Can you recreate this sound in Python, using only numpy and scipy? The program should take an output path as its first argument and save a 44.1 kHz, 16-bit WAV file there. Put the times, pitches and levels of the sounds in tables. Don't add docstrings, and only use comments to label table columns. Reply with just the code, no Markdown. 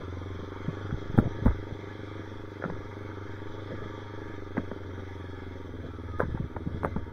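import sys
import numpy as np
from scipy import signal
from scipy.fft import rfft, irfft, next_fast_len
from scipy.io import wavfile
from scipy.ndimage import uniform_filter1d, minimum_filter1d, map_coordinates

SR = 44100
rng = np.random.default_rng(int(sys.argv[2]) if len(sys.argv) > 2 else 0)


def output_pcm(signal):
    pcm = np.clip(np.atleast_2d(signal).T, -1, 1) * 32767
    wavfile.write(sys.argv[1], SR, np.round(pcm).astype(np.int16))


def amplitude_ratio(level_db):
    exponent = np.asarray(level_db, float) / 20
    return 10 ** exponent


N = 313992
MS = .001

# start_s, speed (four-stroke cycles per s)
SPEED = [(0.0, 21.72), (0.85, 24.66), (1.15, 23.31), (1.4, 25.97), (1.53, 24.57), (2.37, 24.84),
         (2.8, 24.15), (2.88, 24.7), (3.31, 24.3), (3.81, 25.24), (4.29, 24.92), (4.52, 22.98),
         (4.56, 23.66), (5.7, 21.86), (5.73, 20.58), (6.53, 18.77), (6.76, 20.02), (7.12, 19.01)]
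# start_s, nearness_db
NEARNESS = [(0, 2), (.46, 1.5), (1.39, 2.5), (1.66, 0), (2.06, 1.5), (2.48, -0.5), (3.31, 0.5), (4.08, 1),
            (4.42, 0), (4.82, -1.5), (5.37, 0.5), (5.99, -1.5), (6.25, -.5), (6.56, -2.5), (6.86, -1),
            (7.12, -4.5)]
# start_s, peak_db, pitch_hz, rise_ms
THUDS = [(0.352, -36, 200, 6.6), (0.385, -36, 190, 5.9), (0.424, -36, 210, 6.6), (0.68, -21, 158, 5.9),
         (0.846, -30.5, 117, 2.5), (0.925, -20.5, 124, 2.7), (0.939, -28, 101, 3.8),
         (1.098, -25.5, 115, 2.1), (1.141, -24.5, 160, 3.4), (1.176, -15, 117, 2.8),
         (1.186, -6.5, 197, 1.5), (1.193, -17, 104, 3.1), (1.215, -34, 120, 5.6), (1.253, -24, 165, 4.7),
         (1.261, -21, 130, 6.5), (1.42, -26, 109, 5.5), (1.452, -21, 91, 1.8), (1.457, -16, 233, 6.4),
         (1.467, -21, 95, 13), (1.486, -28, 86, 3), (1.723, -29, 106, 2.3), (2.654, -27.5, 187, 5.5),
         (2.691, -35, 170, 21), (2.739, -32, 94, 4.7), (2.787, -33, 95, 4.1)]
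# start_s, peak_db, pitch_hz, rise_ms
NUDGES = [(4.578, -18, 244, 2.9), (4.595, -30, 116, 4), (4.715, -31, 203, 4.6), (6.231, -21.5, 148, 2.5),
          (6.254, -27, 91, 3.2), (6.282, -25, 91.5, 2.5), (6.315, -26, 90, 8.3), (6.346, -20, 104, 1.7),
          (6.399, -21, 135, 4), (6.439, -24.5, 95, 4.5), (6.564, -29, 91.5, 2), (6.664, -25.5, 168, 2),
          (6.671, -22.5, 188, 3.3), (6.745, -22, 116, 1.3), (6.838, -24.5, 176, 5.1),
          (6.855, -23.5, 149, 3.2), (6.96, -22.5, 200, 4.8)]
# start_s, peak_db, upper_mode_hz, upper_over_lower_db, t60_ms
CLICKS = [(0.909, -41, 1400, 4, 13), (1.177, -26, 840, -5.5, 33), (1.186, -25, 1370, 0, 15.6),
          (1.458, -22, 880, -7.5, 11), (1.465, -30.5, 885, -2.5, 28), (1.479, -39.5, 1200, 1.5, 27),
          (1.508, -34, 960, -6, 21), (2.622, -33.5, 1450, -3.5, 26), (2.639, -23.5, 1380, -7, 14.3),
          (2.65, -31.5, 1370, -2, 14), (2.66, -38, 1220, -8, 14), (2.699, -30, 940, -5.5, 15)]
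# start_s, peak_db, upper_mode_hz, upper_over_lower_db, t60_ms
SNAPS = [(4.569, -25, 910, -4, 13.5), (4.578, -26.5, 1610, -1, 7.2), (4.585, -28.5, 1160, -5, 7.6),
         (4.714, -26, 950, -6.5, 11.3), (6.196, -30, 1140, -1, 13), (6.202, -14.5, 1386, -7, 11.6),
         (6.212, -27, 990, -7, 37), (6.219, -33, 980, -2, 27), (6.235, -39, 1050, -2, 23),
         (6.349, -48, 851, 4, 17), (6.374, -47, 900, 5, 36), (6.564, -31.5, 890, -1.5, 15),
         (6.833, -30, 890, 4, 7.4), (6.847, -14, 1270, -5.5, 7.3), (6.856, -27.5, 880, -6.5, 35),
         (6.962, -36.5, 900, -2.5, 29)]


def unit(x):
    return x / np.sqrt(np.mean(x ** 2) + 1e-20)


def curves(rows):
    s, *cols = np.transpose(rows)
    return [np.interp(np.arange(N) / SR, s, c) for c in cols]


def wobble(rate):
    knots = rng.standard_normal(int(N * rate / SR) + 4)
    return map_coordinates(knots, [np.arange(N) * rate / SR])


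def filtered(x, response):
    m = next_fast_len(N + SR // 2)
    return irfft(rfft(x, m) * response(np.fft.rfftfreq(m, 1 / SR)), m)[:N]


def patches(shape, bins, frames):
    field = uniform_filter1d(rng.standard_normal(shape), size=bins, axis=0)
    return unit(uniform_filter1d(field, size=frames, axis=1))


def rush(spectrum, patchy_db):
    z = signal.stft(rng.standard_normal(N + 512), nperseg=512)[2]
    z = z * amplitude_ratio(patchy_db * patches(z.shape, 3, 30))
    noise = signal.istft(z, nperseg=512)[1][:N]
    f, db = np.transpose(spectrum)
    return unit(filtered(noise, lambda hz: amplitude_ratio(np.interp(np.log(hz + 1), np.log(f + 1), db))))


def resonance(f, centre, width):
    return 1j * f * width / (centre * centre - f * f + 1j * f * width)


def soft_start(t, t60, rise):
    return amplitude_ratio(-60 * t / t60) * (1 - np.exp(-(t / rise) ** 2))


def ring(hz, t60, rise, t):
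    shape = soft_start(t, t60, rise)
    return -np.sin(2 * np.pi * hz * t) * shape / shape.max()


def crank():
    first_firing = .770
    wander = .009
    return np.cumsum(curves(SPEED)[0]) / SR - first_firing + 1 + wander * wobble(5)


def firings(cycle, late, spread_db, jitter_s):
    turns = np.arange(1, 170) + late
    chance = rng.standard_normal((len(turns), 2))
    at = np.interp(turns, cycle, np.arange(N), left=-1, right=-1) + jitter_s * SR * chance[:, 0]
    keep = (at > 99) & (at < N - 1)
    return np.bincount(at[keep].astype(int), amplitude_ratio(spread_db * chance[keep, 1]), N)


def bark(cycle):
    # centre_hz, width_hz, level_db, polarity
    pipe_modes = [(85.7, 69, -4.5, 0.94), (231.4, 22.6, 1, 1), (333.3, 50, -3, 0.99), (516.4, 71, -6, -0.8)]
    # delay_ms, share
    returns = [(4.55, -.23), (7.1, .6), (10.3, .41)]
    first = firings(cycle, 0, 1.3, .0001)
    second = firings(cycle, .237, 1.6, .00014)

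    def exhaust_path(f):
        puff = np.exp(-(f / 1050) ** 2)
        back = 1 + sum(share * np.exp(-2j * np.pi * f * ms * MS) for ms, share in returns)
        pipe = sum(sign * amplitude_ratio(db) * resonance(f, c, w) for c, w, db, sign in pipe_modes)
        return puff * back * pipe

    bright = unit(filtered(first + amplitude_ratio(-4.4) * second, exhaust_path))
    coast_hz, coast_db = 389, 1.5
    dull = filtered(bright, lambda f: 1 / (1 - (f / coast_hz) ** 2 + .8j * f / coast_hz))
    coast = np.interp(np.arange(N) / SR, (4.7, 6.4), [0, 0.38])
    return (1 - coast) * bright + coast * amplitude_ratio(coast_db) * unit(dull)


def hum(cycle):
    # centre_hz, half_width_hz, level_db
    silencer = (98, 7, 0)
    centre, half_width, db = silencer
    fourth = np.sqrt(2) * np.cos(8 * np.pi * (cycle - .056) + .25 * wobble(12))
    tuned = amplitude_ratio(db) / np.hypot(1, (5 * curves(SPEED)[0] - centre) / half_width)
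    fifth = np.sqrt(2) * np.cos(10 * np.pi * (cycle - .105))
    return fourth + tuned * fifth


def exhaust(cycle):
    # start_s, throttle_db (over idle)
    throttle = [(0, 6), (.3, 4.5), (.61, 0.5), (.89, 5), (1.2, -5), (1.36, 6), (1.68, 0.5), (2.3, -0.5),
                (2.64, -3), (3.15, 2.5), (3.53, -0.5), (3.77, 2), (4.3, -1.5), (4.8, 2), (5.4, 1.5),
                (6.07, 2.5), (6.35, 4.5), (7.12, 3.5)]
    throttle_db, near_db = curves(throttle)[0], curves(NEARNESS)[0]
    bark_db = -45.5 + 0.16 * throttle_db + 0.28 * near_db
    hum_db = -45 + throttle_db
    return amplitude_ratio(bark_db + 3.0) * bark(cycle) + amplitude_ratio(hum_db + 1.0 + 1.13 * wobble(8)) * hum(cycle)


def shaking(t60):
    kicks, t = np.zeros(N), np.arange(SR) / SR
    for s, db, *_ in THUDS + NUDGES + CLICKS + SNAPS:
        kicks[round(s * SR)] += amplitude_ratio(2 * db)
    shape = soft_start(t, t60, .006)
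    return np.sqrt(np.abs(signal.fftconvolve(kicks, shape ** 2)[:N]))


def gear(cycle):
    # pitch_hz, level_db (per Hz)
    rustle_colour = [(60, -9), (150, -4), (350, -4), (520, -6), (620, -12.5), (717, -13), (791, -2),
                     (921, -1), (971, -4), (1010, -10), (1160, -3), (1310, 0), (1490, 0), (1720, -3),
                     (1860, -8), (2170, -4.5), (2730, -24), (2900, -30), (3770, -61), (6380, -120)]
    # pitch_hz, level_db (per Hz)
    hiss_colour = [(1650, -58), (2800, -27), (2930, -17.5), (3090, -3), (3290, 4), (4270, -11),
                   (5440, -11.5), (6000, -9.5), (6480, -14.5), (6710, -48), (7000, -18.5), (9100, -52),
                   (15400, -120)]
    # centre_hz, width_hz, level_db
    casings = [(932, 21, 1), (1170, 108, -5.5), (1691, 22, 1), (2000, 90, -11.5)]
    near_db = curves(NEARNESS)[0]
    pace = curves(SPEED)[0] / 23.97
    seat = np.cos(2 * np.pi * (cycle - .48)) + 0.51 * np.cos(8 * np.pi * (cycle - .1))
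    covers = lambda f: 1 + 1.72 * sum(amplitude_ratio(db) * resonance(f, c, w) for c, w, db in casings)

    rustle = amplitude_ratio(0.75 * seat + 0.86 * wobble(60)) * rush(rustle_colour, patchy_db=1.98)
    rustle = unit(filtered(rustle, covers))
    hiss = unit(amplitude_ratio(.6 * seat + .9 * wobble(40)) * rush(hiss_colour, patchy_db=.7))

    running = amplitude_ratio(-48.5 - 1.23 + 0.5 * near_db) * pace ** 1.36
    rattle = amplitude_ratio(-43) * shaking(t60=1)
    hiss_size = amplitude_ratio(-61 + 0.27 + near_db) * pace ** 0.74
    return np.hypot(running, rattle) * rustle + hiss_size * hiss


def mount():
    # start_s, peak_db, pitch_hz, t60_s
    booms = [
        (0.929, -30, 45, 0.14),
        (1.181, -19.5, 49.5, 0.078),
        (1.455, -14, 64, 0.18),
        (1.47, -20, 35.7, 0.17),
        (6.262, -30.5, 32.2, 0.26),
        (6.398, -33, 40.3, 0.17),
        (6.96, -31, 50, 0.078),
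    ]
    # pitch_hz, level_db (per Hz)
    shell = [(500, -120), (750, -1.5), (950, 0), (1400, 1.5), (1750, -4.5), (2200, -10), (2700, -40),
             (3400, -14), (6000, -23), (7000, -120)]
    out, scrape, t = np.zeros(N + SR), np.zeros(N + SR), np.arange(SR // 2) / SR

    for s, db, hz, rise_ms in THUDS + NUDGES:
        t60 = (13 + 2.8 * rise_ms) * MS
        out[round(s * SR):][:len(t)] += amplitude_ratio(db + 2.5) * ring(hz, t60, rise_ms * MS, t)

    for s, db, hz, t60 in booms:
        out[round(s * SR):][:len(t)] += amplitude_ratio(db) * ring(hz, t60, .4 / hz, t)

    for s, db, high_hz, high_db, t60_ms in CLICKS + SNAPS:
        t60, start = t60_ms * MS, round(s * SR)
        low = ring(502, 0.47 * t60, 0.0039, t)
        high = amplitude_ratio(high_db + 4.0) * ring(high_hz, t60, 0.00031, t)
        out[start:][:len(t)] += amplitude_ratio(db + 2.5) * (low + high)
        fade = amplitude_ratio(db + high_db - 0.5 - 60 * t / (2.25 * t60))
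        scrape[start:][:len(t)] += fade * (1 - np.exp(-t / 0.00093))

    padding = lambda f: 1 / (1 - (f / 2200) ** 2 + 1.3j * f / 2200) ** 2
    return filtered(out[:N] + scrape[:N] * rush(shell, patchy_db=3.0), padding)


def whine():
    # start_s, pitch_hz, level_db
    whines = [
        [(0, 1024, -61), (.4, 1065, -57), (.9, 1114, -63.5)],
        [(3.6, 1200, -68), (3.8, 1186, -54.5), (4.3, 1160, -66)],
        [(5.8, 1328, -72), (5.92, 1330, -57), (6.05, 1302, -68), (6.14, 1238, -51), (6.22, 1252, -51)],
    ]
    out, t = np.zeros(N), np.arange(N) / SR
    for rows in whines:
        hz, db = curves(rows)
        fade = np.clip(np.minimum(t - rows[0][0], rows[-1][0] - t) / 0.0085, 0, 1)
        phase = 2 * np.pi * np.cumsum(hz) / SR + .9 * wobble(50)
        out += fade * amplitude_ratio(db + 3.5 * wobble(40)) * np.sqrt(2) * np.sin(phase)
    return out


def wind():
    # start_s (the middle of the puff), peak_db, half_length_s
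    puffs = [(0.01, -48, 0.032), (5.2, -59, .1), (5.7, -61, 0.11), (.3, -50, 0.14), (.55, -48, 0.17),
             (.95, -48, 0.071), (1.2, -34, 0.14), (1.55, -36, 0.091), (2.44, -50, .08), (2.743, -46, 0.16),
             (3.05, -50, 0.041), (3.27, -64, 0.041), (3.52, -48, .07), (3.826, -41, 0.057),
             (4.28, -46, .04), (4.445, -44, 0.076), (4.65, -48, .1), (5.45, -52, .1), (6.098, -48, 0.09),
             (6.3, -48, 0.11), (6.76, -53, 0.07), (6.963, -38, 0.062)]
    # pitch_hz, level_db (per Hz)
    buffet_colour = [(10, 7.5), (22, -1.5), (40, -9), (55, -5.5), (75, -43), (120, -44), (200, -120)]
    t = np.arange(N) / SR
    gusts = amplitude_ratio(-50.5)
    gusts = gusts + sum(amplitude_ratio(db - 1.0) * np.exp(-((t - s) / half) ** 2) for s, db, half in puffs)
    return gusts * amplitude_ratio(0.84 * wobble(13)) * rush(buffet_colour, patchy_db=0.9)


def roar():
    # pitch_hz, level_db (per Hz)
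    roar_colour = [(40, -120), (70, -9), (160, -4), (300, -4), (500, -6), (700, -14), (900, -120)]
    smooth_road = amplitude_ratio(-53.5 + 2.2 * wobble(4))
    rumble = amplitude_ratio(-18.5) * shaking(t60=0.2)
    return np.hypot(smooth_road, rumble) * amplitude_ratio(3.8 * wobble(25)) * rush(roar_colour, patchy_db=-1.2)


def scene():
    cycle = crank()
    return (exhaust(cycle) + gear(cycle) + mount() + whine() + wind() + roar())[None]


def hiss_and_wash(sound):
    # pitch_hz, level_db (per Hz)
    noise_colour = [(4000, -21), (6800, -13), (7940, -10), (8480, -5), (11400, -9.5), (15700, -7.5)]
    blow = -minimum_filter1d(-np.abs(sound), size=1100)
    blow = uniform_filter1d(blow, size=250)
    wash = np.clip(blow - .13, 0, .4)
    return (amplitude_ratio(-77.0) + amplitude_ratio(-49) * wash) * rush(noise_colour, patchy_db=2.0)


def muted(x):
    # pitch_hz, share (of patches muted)
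    holes = [(2000, 0.02), (3000, 0.16), (5000, 0.32), (7000, 0.48), (15000, 0.42)]
    hz, _, z = signal.stft(x, SR, nperseg=2048)
    field = patches(z.shape, 4, 6)
    share = np.clip(np.interp(hz, *np.transpose(holes)), 0, .9)[:, None]
    keep = 1 / (1 + np.exp(-1.7 * field)) > share
    return signal.istft(z * np.where(keep, 1, .03), SR, nperseg=2048)[1][:N]


def top_cut(x):
    return signal.sosfilt(signal.butter(12, 15890, fs=SR, output="sos"), x)


def record(dry):
    heard = muted(dry[0] + hiss_and_wash(dry[0]))
    return top_cut(filtered(heard, lambda hz: hz < 15760)[None])


dry = scene()
out = record(dry)
output_pcm(out)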